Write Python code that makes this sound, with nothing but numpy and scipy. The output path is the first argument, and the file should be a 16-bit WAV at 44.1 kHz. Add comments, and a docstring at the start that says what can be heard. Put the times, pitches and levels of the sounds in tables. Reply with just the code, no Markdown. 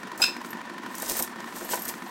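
"""In a small room a little mechanism churns throughout, clacking twelve times a second.
A metal coin tray is pulled out by hand: loose coins skid and clink over its floor, it bumps
its housing, and the runner catches with a short shrill stick-slip squeak that lingers in the room.
About a second in, the tray is pushed back with a knock and the coins slide again;
a last cluster of bumps and clinks follows."""
import sys
import numpy as np
from scipy import signal
from scipy.fft import rfft, irfft, next_fast_len
from scipy.io import wavfile
from scipy.ndimage import map_coordinates

SR = 44100
rng = np.random.default_rng(int(sys.argv[2]) if len(sys.argv) > 2 else 0)


def pcm_store(signal):
    """Save signal as 16-bit PCM."""
    levels = np.round(np.clip(np.atleast_2d(signal), -1, 1) * 32767)
    wavfile.write(sys.argv[1], SR, levels.astype(np.int16).T)


N = 92610


def amp(db):
    """Decibels to gain."""
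    return 10 ** (np.asarray(db) / 20)


def unit(x):
    """Scale to rms 1."""
    return x / np.sqrt(np.mean(x ** 2) + 1e-20)


def along(points, hz):
    """Read a curve of (f/Hz, value) points on a log frequency axis."""
    f, v = np.transpose(points)
    return np.interp(np.log(hz + 1), np.log(f + 1), v)


def filtered(x, gain):
    """EQ x with a gain that depends on frequency."""
    m = next_fast_len(N + SR // 2)
    return irfft(rfft(x, m) * gain(np.fft.rfftfreq(m, 1 / SR)), m)[:N]


def coloured(x, colour):
    """x through an EQ curve, at rms 1."""
    return unit(filtered(x, lambda hz: amp(along(colour, hz))))


def noise(colour):
    """Fresh noise with the given spectrum."""
    return coloured(rng.standard_normal(N), colour)


def wobble(rate):
    """A smooth random curve, rate knots a second."""
    return map_coordinates(rng.standard_normal(int(N * rate / SR) + 4), [np.arange(N) * rate / SR])


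def since(s):
    """Seconds since s, zero before it."""
    return np.maximum(np.arange(N) / SR - s, 0)


def fade(t, t60, rise):
    """A quick attack and an exponential decay, times in seconds."""
    return np.exp(-np.log(1000) * t / t60) * (1 - np.exp(-t / rise))


def ring(hits, modes, rise):
    """Each (t/s, level/dB) hit rings the modes anew, in a slightly different balance."""
    out, t = np.zeros(N + SR), np.arange(SR // 3) / SR
    waves = np.array([amp(db) * fade(t, t60, rise) * np.sin(2 * np.pi * hz * t) for hz, db, t60 in modes])
    for s, db in hits:
        balance_db = 1.5 * rng.standard_normal(len(modes))
        out[max(round(s * SR), 0):][:len(t)] += amp(db + balance_db) @ waves
    return out[:N]


def bursts(hits, colour, t60, rise):
    """A dying puff of noise for each (t/s, level/dB) hit."""
    return noise(colour) * np.sqrt(sum((amp(db) * fade(since(s), t60, rise)) ** 2 for s, db in hits))


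def room(x):
    """A small room's reverb tail, dying sooner in the treble."""
    # reverb time: f/Hz, t60/s
    decay = [(200, .3), (2500, .3), (6000, .27), (14000, .16)]
    hz, t, spectrum = signal.stft(rng.standard_normal(SR // 2), SR, nperseg=256)
    spectrum *= np.exp(-np.log(1000) * t / along(decay, hz)[:, None])
    tail = signal.istft(spectrum, SR, nperseg=256)[1]
    return signal.fftconvolve(x, tail / np.linalg.norm(tail))[:N]


def mechanism():
    """Each turn gives a clack with a low thump and a softer return stroke, over a steady churn."""
    # main strokes, and the odd return that catches with a sharper clack: t/s, level/dB
    strokes = [(.031, -26), (.116, -25.5), (.198, -36), (.281, -26.5), (.365, -24.5), (.446, -24.5),
               (0.5298, -25.5), (0.613, -29), (0.6963, -27), (.780, -27), (.861, -25.5), (0.943, -28),
               (1.027, -29.5), (1.111, -27), (1.193, -23.5), (1.275, -27), (1.358, -28.5), (1.442, -27.5),
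               (1.524, -27.5), (1.609, -27.5), (1.690, -27.5), (1.773, -26.5), (1.857, -29.5),
               (1.9385, -26.5), (2.021, -26)]
    catches = [(.413, -25), (.833, -29.5), (.995, -37), (1.321, -35), (1.4025, -25), (1.473, -27),
               (1.566, -34), (2.061, -49)]
    # noise EQ of the main stroke, the return and the churn: f/Hz, level/dB
    beat_colour = [(150, -32), (350, -4.5), (700, -7), (1000, -6.5), (1250, 3.5), (1500, -1), (1850, -1),
                   (2100, -13), (3500, -10.5), (7000, -17.5), (15000, -26.5)]
    return_colour = [(150, -16), (600, -3), (1000, 12), (1250, -6.5), (1850, 2.5), (2200, -10),
                     (7000, -15.5), (15000, -27)]
    churn_colour = [(25, -30), (80, -55), (120, -10.5), (160, -11.5), (200, 4.5), (350, -2), (420, -5.5),
                    (580, -8), (880, -6.5), (990, 3.5), (1150, -6.5), (1580, -4.5), (1680, -12.5),
                    (1770, 1), (1910, -5.5), (1980, -10.5), (3200, -16), (7000, -26), (15000, -40.5)]
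    # midrange and low resonances: f/Hz, level/dB, t60/s
    clack_modes = [(1020, 0, 0.024), (1250, -11.5, 0.022), (1455, -5.5, 0.022), (1812, -2.5, 0.031),
                   (2290, -3, .015)]
    thump_modes = [(185.8, -49, 0.28), (238.7, -34.5, 0.13), (289.4, -37, 0.099), (345.2, -40, 0.2)]
    rise_s, beat_t60_s, return_lag_s, thump_lag_s = .0015, 0.028, 0.0388, 0.0034
    times, stroke_db = np.transpose(strokes)
    beats = amp(-4) * bursts(strokes, beat_colour, beat_t60_s, rise_s)
    return_db = -36.5 + 2.5 * rng.standard_normal(len(times))
    returns = bursts(zip(times + return_lag_s, return_db), return_colour, t60=0.073, rise=rise_s)
    clacks = amp(-3) * ring(strokes, clack_modes, rise=.0008)
    snags = bursts(catches, return_colour, beat_t60_s, rise_s)
    accent_db = 1.2 * (stroke_db - stroke_db.mean())
    thumps = ring(zip(times + thump_lag_s, accent_db), thump_modes, rise=0.0062)
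    churn = amp(-41 + 1.2 * wobble(rate=90)) * noise(churn_colour)
    return beats + clacks + returns + snags + thumps + churn


def coins():
    """Coins skid in a stream of tiny contacts that keep them ringing; some collide harder."""
    # skid envelope: t/s, level/dB
    skid = [(0, -54.5), (.165, -106), (.18, -46), (.195, -44.5), (.215, -37), (.25, -37.5), (.32, -57),
            (.42, -63.5), (.47, -46), (.55, -104), (0.911, -55.5), (.96, -46), (1.01, -42.5),
            (1.025, -37.5), (1.075, -37), (1.098, -31), (1.14, -35.5), (1.202, -32), (1.216, -41),
            (1.238, -37), (1.27, -53), (1.34, -65.5), (1.53, -52.5), (1.575, -40.5), (1.635, -45),
            (1.675, -48.5), (1.716, -29.5), (1.745, -35.5), (1.785, -43), (1.867, -44), (1.892, -33),
            (1.915, -47.5), (1.98, -54.5), (2.1, -55.5)]
    # EQ of the skid and of the collision clicks: f/Hz, level/dB
    skid_colour = [(200, -4), (500, 7.5), (1200, -5), (2800, -0.5), (4200, 0), (6000, 3), (8700, 5),
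                   (11500, -3.5), (13500, -7), (15500, 0)]
    click_colour = [(500, -27), (3000, -12), (6000, 5), (9000, 7), (11500, 1.5), (15000, 3.5)]
    # coins strike each other and the wall: t/s, click/dB, large coin ring/dB, small coin ring/dB
    clinks = [(.177, -34, -56, -52), (.487, -52, -56, -58), (.506, -35.5, -41, -44),
              (.9525, -29.5, -48, -71), (.982, -29, -40, -65), (1.0, -29, -54, -53),
              (1.021, -26.5, -41, -30), (1.087, -28, -37, -44), (1.097, -18, -38, -32),
              (1.119, -23, -38, -31), (1.168, -21, -32, -26), (1.191, -25, -30, -27),
              (1.224, -17, -33, -26.5), (1.561, -38, -46, -54), (1.649, -38, -37.5, -57),
              (1.698, -36, -35, -52), (1.756, -26, -39, -37), (1.794, -37, -37, -52),
              (1.8201, -31, -33.5, -50), (1.853, -31, -34.5, -54), (1.881, -26, -39, -48),
              (1.89, -26.5, -36, -52), (2.078, -68, -52, -64)]
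    # modes of two coin sizes: f/Hz, level/dB, t60/s
    large_coin = [(13000, 4, 0.05), (12560, -3, 0.096), (13040, -2.5, 0.11), (12830, 1.5, 0.069),
                  (13260, -6, 0.064)]
    small_coin = [(8870, -40, 0.2), (8640, -6, .1), (14485, -3, 0.092), (15100, -10, .06),
                  (15360, -21, .06)]
    grains_per_s, grain_spread_db, hiss_db = 2000, 6.5, 4.5
    skid_db = np.interp(np.arange(N) / SR, *np.transpose(skid))
    envelope = amp(skid_db + 1.6 * wobble(rate=110))
    contacts = (rng.random(N) < grains_per_s / SR) * rng.choice([-1, 1], N)
    strength = amp(grain_spread_db * np.minimum(rng.exponential(size=N), 3.5))
    rub = unit(unit(contacts * strength) + amp(hiss_db) * rng.standard_normal(N))
    scrape = envelope * coloured(rub, skid_colour)
    damped = [1, 1, .4]  # a coin lying flat rings more briefly
    body = ring([(0.0024, 0)], np.multiply(large_coin, damped), rise=.0001)
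    body += ring([(0, -5)], np.multiply(small_coin, damped), rise=.0001)
    singing = signal.fftconvolve(envelope * rub, body / np.linalg.norm(body))[:N]
    times, click_db, large_db, small_db = np.transpose(clinks)
    clicks = bursts(zip(times, click_db), click_colour, t60=0.019, rise=0.000067)
    rings = jingle(zip(times, large_db), large_coin) + jingle(zip(times, small_db), small_coin)
    out = scrape + amp(-8.5) * singing + clicks + amp(-0.5) * rings
    return out + amp(-10.5) * room(out)


def jingle(hits, modes, detune=.007):
    """No two coins are quite alike: each (t/s, level/dB) hit rings slightly detuned modes."""
    out, t = np.zeros(N + SR), np.arange(SR // 8) / SR
    hz, level, t60 = np.transpose(modes)[:, :, None]
    decays = amp(level) * fade(t, t60, rise=0.00049)
    for s, db in hits:
        detuned = hz * (1 + detune * rng.standard_normal(hz.shape))
        out[round(s * SR):][:len(t)] += amp(db) * np.sum(decays * np.sin(2 * np.pi * detuned * t), axis=0)
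    return out[:N]


def knocks():
    """The tray bumps its housing: a few dull modes and a thud; soft contacts lose the upper modes."""
    # bumps: t/s, level/dB, roll-off/Hz
    bumps = [(.199, -24, 1300), (.21, -29, 1090), (.283, -38.5, 2000), (.537, -30.5, 487),
             (1.022, -22.5, 496), (1.085, -30, 680), (1.111, -27.5, 600), (1.192, -51, 805),
             (1.203, -21.5, 630), (1.615, -22.5, 414), (1.645, -28.5, 900), (1.7335, -20, 2130),
             (1.774, -30.5, 1500)]
    # housing modes: f/Hz, level/dB, t60/s
    housing = [(352, -6.5, 0.14), (517, -12.5, 0.13), (646, -6.5, 0.099), (788, -10, 0.12),
               (985, -1, 0.069), (1122, -3.5, 0.042), (1520, 9, 0.026)]
    # thud EQ: f/Hz, level/dB
    thud_colour = [(40, -29), (150, -48), (400, -8), (900, 0), (1600, -10.5), (2500, -8.5), (6000, -21)]
    out, rise_s = np.zeros(N), .0012
    for s, db, rolloff_hz in bumps:
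        body = amp(-5.5) * ring([(s, db)], housing, rise_s)
        thud = amp(1) * bursts([(s, db)], thud_colour, t60=0.056, rise=rise_s)
        lowpass = signal.butter(2, rolloff_hz, fs=SR, output="sos")
        out += signal.sosfilt(lowpass, body + thud)
    return out + amp(-12.5) * room(out)


def squeak():
    """The runner sticks and slips; a slower judder roughens the tone, which leaves a ringing tail."""
    # stick-slip chirps: t/s, length/s, f/Hz, level/dB, judder depth (0-1), tilt/dB per overtone
    chirps = [(0.2176, 0.0079, 2512, -14, 0.1, 2.5), (0.2242, 0.0061, 2545, -19, 0.8, -3),
              (0.237, .009, 2646, -16.5, 0.55, -4.5)]
    # harmonics before the tilt, fundamental first: level/dB
    harmonics = [3, 8, 1, -12, -16, -24]
    # the squeak's partials and side tones lingering in the room: f/Hz, level/dB, t60/s
    tail_partials = [(1030, -41, .25), (1459, -38, .3), (1590, -42, .25), (2440, -33, .28),
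                     (2506, -34, .28), (2605, -29, .27), (2655, -34, .27), (2746, -34, .27),
                     (3633, -31, .28), (3761, -38, .27), (3998, -38, .25), (4083, -35, .26),
                     (5044, -24, .27), (5200, -33, .24), (5281, -28, .25), (7645, -33, .21),
                     (10140, -40, .15)]
    # rasp EQ: f/Hz, level/dB
    rasp_colour = [(300, -5), (1500, 6), (2300, 2), (3700, 11), (5500, -12), (8500, 2), (9300, -24),
                   (11500, -28), (13300, -5), (15500, -6)]
    out, edge_s = np.zeros(N), 0.0022
    judder_hz = 1022 * (1 + 0.082 * wobble(rate=500))
    judder = np.sin(2 * np.pi * np.cumsum(judder_hz) / SR)
    rasp = 2 * amp(-12) * noise(rasp_colour)
    for s, length, hz, db, depth, tilt_db in chirps:
        t = since(s)
        gate = np.clip(t / edge_s, 0, 1) * np.clip((length - t) / edge_s + .5, 0, 1)
        tone = unit(sum(amp(level + tilt_db * k) * np.cos(2 * np.pi * (k + 1) * hz * t)
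                        for k, level in enumerate(harmonics)))
        out += amp(db) * gate * (tone + depth * (tone * judder + rasp))
    onset_s = chirps[0][0]
    tail = ring([(onset_s, 4.5)], tail_partials, rise=0.0027)
    return out + tail + amp(-7.5) * room(out)


def scene():
    """The tray and its coins over the mechanism's bed, close up and in mono."""
    return (squeak() + coins() + knocks() + mechanism())[None]


def record(dry):
    """A brick-wall high cut trims the very top of the mix."""
    top_hz = 15850
    return filtered(dry[0], lambda hz: hz < top_hz)[None]


dry = scene()
out = record(dry)
pcm_store(out)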